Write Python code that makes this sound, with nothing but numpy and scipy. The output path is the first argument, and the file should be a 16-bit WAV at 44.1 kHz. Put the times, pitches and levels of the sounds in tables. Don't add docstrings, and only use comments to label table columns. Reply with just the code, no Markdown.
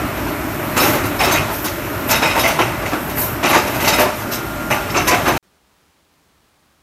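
import sys
import numpy as np
from scipy import signal
from scipy.fft import rfft, irfft, next_fast_len
from scipy.io import wavfile
from scipy.ndimage import uniform_filter1d

SR = 44100
rng = np.random.default_rng(int(sys.argv[2]) if len(sys.argv) > 2 else 0)


def master_out(mix):
    frames = np.transpose(np.atleast_2d(mix))
    ceiling = np.clip(frames, -1, 1)
    pcm = np.round(ceiling * 32767).astype(np.int16)
    wavfile.write(sys.argv[1], SR, pcm)


def boost_factor(decibels):
    exponent = np.asarray(decibels, float) / 20
    return 10 ** exponent


N = 300762
T = np.arange(N) / SR


def noise():
    return rng.standard_normal(N)


def level(x, db):
    return x * boost_factor(db) / np.sqrt(np.mean(x ** 2))


def colour(x, table):
    size = 8192
    hz = np.maximum(np.fft.rfftfreq(size, 1 / SR), 1)
    f, db = np.transpose(table)
    ceps = irfft(np.interp(np.log(hz), np.log(f), db) * np.log(10) / 20)
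    ceps[1:size // 2] *= 2
    ceps[size // 2 + 1:] = 0
    return signal.fftconvolve(x, irfft(np.exp(rfft(ceps))))[:N]


def resonate(x, hz, width_hz):
    return signal.lfilter(*signal.iirpeak(hz, hz / max(width_hz, 2), fs=SR), x)


def resonate_body(x, modes, widen=1):
    out = np.zeros(N)
    for k, (hz, width_hz, db) in enumerate(modes):
        out += (-1) ** k * boost_factor(db) * resonate(x, hz, widen * width_hz)
    return out


def walk(rate):
    k = int(SR / rate)
    held = np.repeat(rng.standard_normal(N // k + 1), k)
    return 1.44 * uniform_filter1d(uniform_filter1d(held, k), k)[:N]


def grit(scatter_db, smooth):
    size_db = scatter_db * np.minimum(rng.exponential(size=N), 6)
    ticks = noise() * boost_factor(size_db) * (rng.random(N) < .05)
    return level(level(ticks, 0) + smooth * noise(), 0)


def slices(x, per_octave, patchy_db, rate):
    size = next_fast_len(N)
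    spec = rfft(x, size)
    octaves = np.log2(np.fft.rfftfreq(size, 1 / SR) + 1)
    for centre in np.arange(4, 14.1, 1 / per_octave):
        window = np.clip(1 - per_octave * abs(octaves - centre), 0, 1)
        yield 2 ** centre, irfft(spec * window, size)[:N] * boost_factor(patchy_db * walk(rate))


# start in [s], blow in [dB], frame thud and brightness in [dB re blow], bar pitch in [Hz].
STROKES = [(0.763, -6.5, -2.5, -10.5, 1260), (.826, -5.5, -6, -15, 373), (.855, -10.5, 1, -7, 603),
           (.931, -14.5, 3, -9, 540), (1.203, -9, -1, -9, 862), (1.269, -10, -2, -11.5, 368.5),
           (1.3095, -8.5, -0.5, -6.5, 624), (2.352, -11.5, 3, -10, 755), (2.384, -8, -8.5, -6.5, 620),
           (2.4694, -10.5, -3.5, -8.5, 688), (2.5873, -8, -0.1, -13.5, 363), (2.915, -22, 8, -12, 287),
           (3.4283, -8, -1, -13.5, 692), (3.4925, -7.5, -1.9, -10.5, 640), (3.5294, -7, -1, -9.5, 1180),
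           (3.982, -7, 0.2, -9.5, 603), (4.042, -22, 6, -19, 374), (4.705, -16, 4.5, -18.5, 837),
           (4.941, -10.5, -0.5, -15, 1320), (5.105, -8, -0.5, -16, 709), (5.2515, -10, 2.5, -13, 1222),
           (5.269, -12, 2, -12, 367)]
# start in [s], blow in [dB], brightness in [dB re blow], lower and upper pitch in [Hz].
CLANGS = [(1.236, -5.5, -12, 1280, 2620), (2.1025, -3.5, -7.5, 896, 2590), (2.219, -3.5, -16, 903, 2500),
          (2.246, -7.5, -13.5, 881, 2450), (2.292, -11.5, -15, 915, 2130), (2.4327, -3, -17.5, 670, 2170),
          (3.839, -8, -11.5, 885, 2010), (3.872, -2.5, -7, 877, 2676), (3.926, -4.5, -13, 760, 2460),
          (4.702, -5.5, -12.5, 1177, 2638), (4.961, -7.5, -8, 696, 2710), (5.069, -2.5, -8, 1010, 1930),
          (5.148, -15.5, -19, 1170, 2160)]
# start in [s], blow in [dB], frame thud and brightness in [dB re blow].
KNOCKS = [(.157, -24.5, 2.5, -11), (.26, -24.5, 5.5, -12), (.795, -7, -11, -6.5), (1.032, -16.5, -5.5, -14),
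          (1.19, -14.5, 3.5, -7), (1.337, -7.5, -7.5, -17), (1.484, -29.5, 10.5, -8.5),
          (1.525, -28, -6, -2), (1.639, -18.5, -1, -0.5), (2.087, -8.5, -13, -9), (2.137, -9, -12.5, -13),
          (2.6194, -20, -2.5, -20.5), (2.802, -22, 1.5, -16), (2.853, -16, -6.5, -13),
          (3.087, -24, -7, -6.5), (3.167, -18.5, -1.5, -11), (3.206, -22.5, -4.5, -1),
          (3.448, -6, -10.5, -10.5), (3.561, -12, -3, -9.5), (3.665, -16, -4, -8.5),
          (3.739, -14.5, -9, -14), (3.797, -14, -4.5, -7.5), (4.008, -16.5, -3.5, -16), (4.19, -26, -2, -7),
          (4.312, -16, -6.5, -3), (4.884, -19.5, -9.5, -12.5), (5.304, -19, 2.5, -18.5),
          (5.361, -16, -1.5, -5)]
STROKE_RATTLE_S, CLANG_RATTLE_S, KNOCK_RATTLE_S = .03, .016, .03
STROKE_SIZZLE_DB, CLANG_SIZZLE_DB, KNOCK_SIZZLE_DB = -7.5, -8, -7
CLANG_THUD_DB = -8.5


def strikes():
    rows = []
    for s, db, thud, bright, _ in STROKES:
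        rows.append((s, db, thud, bright, bright + STROKE_SIZZLE_DB, STROKE_RATTLE_S))
    for s, db, bright, _, _ in CLANGS:
        rows.append((s, db, CLANG_THUD_DB, bright, bright + CLANG_SIZZLE_DB, CLANG_RATTLE_S))
    for s, db, thud, bright in KNOCKS:
        rows.append((s, db, thud, bright, bright + KNOCK_SIZZLE_DB, KNOCK_RATTLE_S))
    return np.transpose(rows)


def bursts(db, rise, t60, uneven_db):
    power = np.zeros(N)
    t = T[:int(.45 * SR)]
    start_s, *_, rattle_s = strikes()
    for start, rattle, gain in zip(start_s, rattle_s, boost_factor(db)):
        decay = np.exp(-np.log(1000) * np.maximum(t - max(rattle, 0), 0) / t60)
        shape = np.minimum(t / rise, 1) * decay
        power[int(start * SR):][:len(t)] += (gain * shape) ** 2
    return np.sqrt(power) * boost_factor(uneven_db * walk(70))


# centre in [Hz], width in [Hz], level in [dB].
FRAME = [(332, 170, 6.5), (624, 100, 11.5), (890, 86, 0), (1180, 19, 2.5), (1440, 74, -4.5)]


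def frame_thud():
    _, blow_db, thud_db, *_ = strikes()
    knock = grit(2.5, 1.3)
    modes = resonate_body(knock, FRAME, widen=1.1)
    bulk = resonate(resonate(knock, 750, 1300), 750, 1300)
    frame = level(modes, -1.5) + level(bulk, -1.5)
    return level(frame, -7) * bursts(blow_db + thud_db, .0049, .18, 2.2)


# frequency in [Hz], density in [dB per Hz].
CRASH_COLOUR = [(760, -25), (1300, -1.5), (1740, -11.5), (2640, -1.5), (3290, -10.5), (3830, -11.5),
                (4920, -17.5), (5310, -8), (8000, -21), (10400, -46), (17600, -120)]
# centre in [Hz], width in [Hz], level in [dB].
PRESS = [(2027, 67, 4.5), (2630, 260, -3.5), (3790, 30, 6.5), (4660, 190, -5), (5320, 190, 5),
         (6160, 340, -5.5), (7340, 110, -13)]


def steel_crash():
    _, blow_db, _, crash_db, *_ = strikes()
    steel = grit(1.1, 0.67)
    press = resonate_body(steel, PRESS, widen=1.5)
    spec = rfft(level(colour(steel, CRASH_COLOUR), -1.2) + level(press, -4.5))
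    upper = np.clip((np.fft.rfftfreq(N, 1 / SR) - 3000) / 600, 0, 1)
    blow = level(irfft(spec * (1 - upper), N), -14) * bursts(blow_db, .0059, .23, 1.7)
    crash = level(irfft(spec * upper, N), -8.5) * bursts(blow_db + crash_db, .011, .22, 1.6)
    return blow + crash


# frequency in [Hz], density in [dB per Hz].
SIZZLE_COLOUR = [(4120, -31), (7000, -8.5), (8620, -7), (9900, 1), (10500, -5), (11200, -2), (11900, -3.5),
                 (12900, 1.5), (13800, -2.5), (15600, -12.5)]


def scale_sizzle():
    _, blow_db, _, _, sizzle_db, _ = strikes()
    return level(colour(grit(2.2, 1.2), SIZZLE_COLOUR), -3) * bursts(blow_db + sizzle_db, .012, .18, 3.1)


def ring(rings, level_db, rattle, t60):
    out, t = np.zeros(N), T[:int(.4 * SR)]
    split = rng.standard_normal((len(rings), 2))
    for (s, db, first_hz, second_hz, second_db), detune in zip(rings, split):
        gains = boost_factor(db + np.array([0, second_db]))
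        for hz, gain, apart in zip((first_hz, second_hz), gains, detune):
            push = rng.standard_normal(len(t)) * np.exp(-t / rattle)
            pair_hz = hz * (1 + .0061 * apart * np.array([0, 1]))
            poles = np.exp(2j * np.pi * pair_hz / SR - np.log(1000) / (t60 * SR))
            tone = np.zeros(len(t))
            for pole, weight in zip(poles, (1, .6)):
                tone += weight * signal.lfilter([1], [1, -pole], push).imag
            out[int(s * SR):][:len(t)] += gain * tone / np.abs(tone).max()
    return boost_factor(level_db) * out


# start in [s], level in [dB], pitch in [Hz], plate in [dB re offcut].
OFFCUTS = [(.797, -12, 5300, -11.5), (1.19, -16, 5270, -8), (1.2344, -10.5, 5320, -1),
           (1.2714, -21.5, 5310, -3.5), (1.3164, -14, 6350, -4), (2.1106, -15, 6410, -7),
           (2.14, -15.5, 5220, -1), (2.224, -16, 5280, 1.5), (2.2543, -19.5, 5330, -8),
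           (2.3012, -18, 5150, 0.5), (2.3935, -12, 5220, -3), (2.4332, -16.5, 6170, -9),
           (2.5955, -24, 5580, -9), (3.4546, -18, 5970, -5.5), (3.5644, -21.5, 5200, -6.5),
           (3.8462, -20.5, 6400, -1.5), (3.8844, -14.5, 6160, -4.5), (3.929, -14.5, 5200, 3),
           (3.9917, -19.5, 6140, -6.5), (4.3251, -20, 5320, -14), (4.7144, -16.5, 6030, -19),
           (4.9025, -26.5, 5300, -7.5), (4.9695, -12, 6120, -18.5), (5.0786, -14, 5310, -17.5),
           (5.1294, -19.5, 6220, -10), (5.279, -16.5, 6220, -13)]
RING_LAG_S = .005
STROKE_RING_DB, STROKE_UPPER_HZ, STROKE_UPPER_DB = 2.5, 2200, -17.5
CLANG_RING_DB, CLANG_UPPER_DB = -2.2, -.5
PLATE_HZ, PLATE_WIDTH_HZ = 3780, 45


def bar_rings():
    low, high = [], []
    for s, db, thud, _, hz in STROKES:
        low.append((s + RING_LAG_S, STROKE_RING_DB + db + thud, hz, STROKE_UPPER_HZ, STROKE_UPPER_DB))
    for s, db, _, hz, upper_hz in CLANGS:
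        low.append((s + RING_LAG_S, CLANG_RING_DB + db, hz, upper_hz, CLANG_UPPER_DB))
    for s, db, hz, plate_db in OFFCUTS:
        high.append((s, db, hz, PLATE_HZ, plate_db))
    return ring(low, -9, rattle=.025, t60=.21) + ring(high, -5, rattle=.02, t60=.09)


def clanks():
    impacts = frame_thud() + steel_crash() + scale_sizzle()
    flickering = sum(part for _, part in slices(impacts, per_octave=7, patchy_db=2.2, rate=35))
    return flickering + bar_rings()


def plate():
    blow_db = strikes()[1]
    alive = bursts(blow_db - 28, rise=.03, t60=.5, uneven_db=.6)
    return level(resonate(grit(1.8, .96), PLATE_HZ, PLATE_WIDTH_HZ), -6.5) * alive


def room(x, t60, wet_db):
    t = T[:int(.6 * SR)]
    tail = rng.standard_normal(len(t)) * np.exp(-np.log(1000) * t / t60) * (t > .008)
    tail = signal.lfilter([.5], [1, -.5], tail)
    return x + boost_factor(wet_db) * signal.fftconvolve(x, tail / np.sqrt(np.sum(tail ** 2)))[:N]


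# start in [s], level in [dB], swell in [s], fade in [s].
PUFFS = [
    (.79, -22, .03, .1),
    (1.315, -30, .012, .03),
    (1.5, -31.5, .04, .08),
    (1.62, -32.5, .015, .04),
    (2.07, -26, .02, 0.019),
    (3.15, -17.5, 0.055, .06),
    (3.487, -28, .008, .02),
    (3.80, -30, .03, .08),
    (3.98, -28, .02, 0.034),
    (4.14, -35, .02, .09),
]


def puffs():
    flow = np.zeros(N)
    for s, db, swell, fade in PUFFS:
        rise = np.clip((T - s) / swell, 0, 1)
        flow += boost_factor(db) * rise * np.exp(-np.maximum(T - s - swell, 0) / fade)
    band_hz = 12830 + 2900 * np.array([-.5, .5])
    jet = signal.sosfilt(signal.butter(3, band_hz, btype="band", fs=SR, output="sos"), noise())
    rush = resonate(resonate(noise(), 9000, 5000), 9000, 5000)
    return (level(jet, 0) + level(rush, -10)) * flow * boost_factor(1.2 * walk(28))


# time in [s], pitch in [Hz], level in [dB].
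SQUEAL = [
    (4.2, 1398, -42),
    (4.3, 1392, -33),
    (4.5, 1400, -33),
    (4.68, 1400, -31),
    (4.78, 1400, -32.5),
    (4.9, 1394, -38),
]


def squeal():
    s, hz, db = np.transpose(SQUEAL)
    pitch_hz = np.interp(T, s, hz) * (1 + .0008 * walk(58))
    phase = 2 * np.pi * np.cumsum(pitch_hz) / SR
    loudness = boost_factor(np.interp(T, s, db, -90, -90) + 1.5 * walk(30))
    return np.sqrt(2) * loudness * np.sin(phase)


def shaking(db, fade_s):
    power = np.zeros(N)
    np.add.at(power, (strikes()[0] * SR).astype(int), boost_factor(db) ** 2)
    return signal.lfilter([1], [1, -np.exp(-1 / (max(fade_s, .01) * SR))], power)


# time in [s], motor load in [dB], air pressure in [dB].
RUNNING = [(0.0, -17, -35), (.12, -21.5, -36), (.48, -21.5, -35), (.9, -18, -30), (1.03, -19, -36.5),
           (1.17, -20.5, -31.5), (1.42, -19, -37), (1.6, -24, -32), (2.03, -20.5, -33.5), (2.33, -24, -38),
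           (2.76, -21.5, -37.5), (3.1, -22, -33), (3.36, -22, -38.5), (3.85, -20.5, -31),
           (4.11, -27.5, -42), (4.24, -24, -38.5), (4.61, -24, -36.5), (5.2, -20.5, -34)]
# level in [dB], share of load [ratio], share of air [ratio], shaken in [dB re blow].
LAYERS = [
    (-25, 0.69, 0.045, -23),
    (-26, 0.76, 0.038, -18),
    (-38.5, 0.12, 0.28, -26.5),
    (-39.5, .05, .9, -39),
]
BAND_EDGES_HZ = [450, 3000, 10500]
# frequency in [Hz], density in [dB per Hz].
RUMBLE_COLOUR = [(22, -32.5), (32, -21.5), (45, -8), (58, -0.5), (70, -10), (95, 0), (125, -1.35),
                 (180, -6), (226, -5.5), (290, -0.95), (366, -3), (480, -15), (640, -40)]
SHOP_COLOUR = [(88, -33.5), (150, -6), (197, -5), (302, 1), (420, -4), (491, -13.5), (585, -1), (739, -6.5),
               (1380, -5.5), (1670, -9.5), (2330, -12.5), (4870, -21.5), (10400, -24), (12900, -25),
               (15600, -39)]
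# centre in [Hz], width in [Hz], level in [dB].
SHOP_BODY = [(603, 36, 2), (1400, 17, -4.5), (4050, 37, -19), (5400, 450, -19)]


def machines():
    s, load_db, air_db = np.transpose(RUNNING)
    load_db = np.interp(T, s, load_db - np.mean(load_db))
    air_db = np.interp(T, s, air_db - np.mean(air_db))
    body = resonate_body(noise(), SHOP_BODY)
    shop = colour(grit(1.8, 3.6), SHOP_COLOUR) + boost_factor(-5.5) * body
    parts = np.zeros((4, N))
    for hz, part in slices(shop, per_octave=3, patchy_db=.98, rate=18):
        parts[np.searchsorted(BAND_EDGES_HZ, hz)] += part
    parts[0] = sum(part for _, part in slices(colour(noise(), RUMBLE_COLOUR), 1.8, 1.6, 9))
    shake = shaking(strikes()[1], fade_s=.08)
    out = np.zeros(N)
    for part, (db, by_load, by_air, shaken_db) in zip(parts, LAYERS):
        steady = boost_factor(db + by_load * load_db + by_air * air_db)
        out += level(part, 0) * np.sqrt(steady ** 2 + boost_factor(shaken_db) ** 2 * shake)
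    return out


# frequency in [Hz], density in [dB per Hz].
FAINT_COLOUR = [(15, -51), (25, -18), (75, -1.5), (104, -10.5), (140, -7), (247, -8.5), (275, -8.5),
                (497, -13), (1120, -12.5), (1860, -17), (4290, -20.5), (4910, -22), (15600, -29.5)]


def faint_shop():
    return level(colour(grit(1.5, 2.2), FAINT_COLOUR) * boost_factor(.6 * walk(9)), -58.5)


def thin_treble(x, edge_hz, swing_hz, thin):
    hz, _, spec = signal.stft(x, SR, nperseg=2048)
    moments = spec.shape[1]
    edge = edge_hz + swing_hz * np.repeat(rng.standard_normal(moments), 2)[:moments]
    usual = np.sqrt(uniform_filter1d(abs(spec) ** 2, size=32, axis=0))
    strong = (abs(spec) > thin * usual) | (hz[:, None] < 5500)
    spec = spec * (hz[:, None] < edge) * strong
    return signal.istft(spec, SR, nperseg=2048)[1][:N]


# frequency in [Hz], gain in [dB].
MICROPHONE = [(4300, -0.2), (4900, -2), (5300, 0.53), (9800, -0.5), (10500, -2.5), (11000, 1.3)]
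CUT_S, RESUME_S = 5.380, 5.427


def scene():
    hall = room(clanks() + plate(), t60=.39, wet_db=-12)
    loud = colour(hall + machines() + squeal() + puffs(), MICROPHONE)
    loud = np.tanh(1.107 * loud) / 1.107
    loud = thin_treble(loud, edge_hz=15250, swing_hz=340, thin=.43)
    loud = loud * np.clip((CUT_S - T) / .0055, 0, 1)
    gap_hiss = level(noise(), -88.5)
    return np.tile(loud + faint_shop() * (T > RESUME_S) + gap_hiss, (2, 1))


def roll_off(x):
    return signal.sosfilt(signal.butter(12, 15780, fs=SR, output="sos"), x)


def record(dry):
    top = signal.ellip(8, .2, 70, 15700, fs=SR, output="sos")
    mix = signal.sosfilt(top, dry)
    return roll_off(mix)


dry = scene()
out = record(dry)
master_out(out)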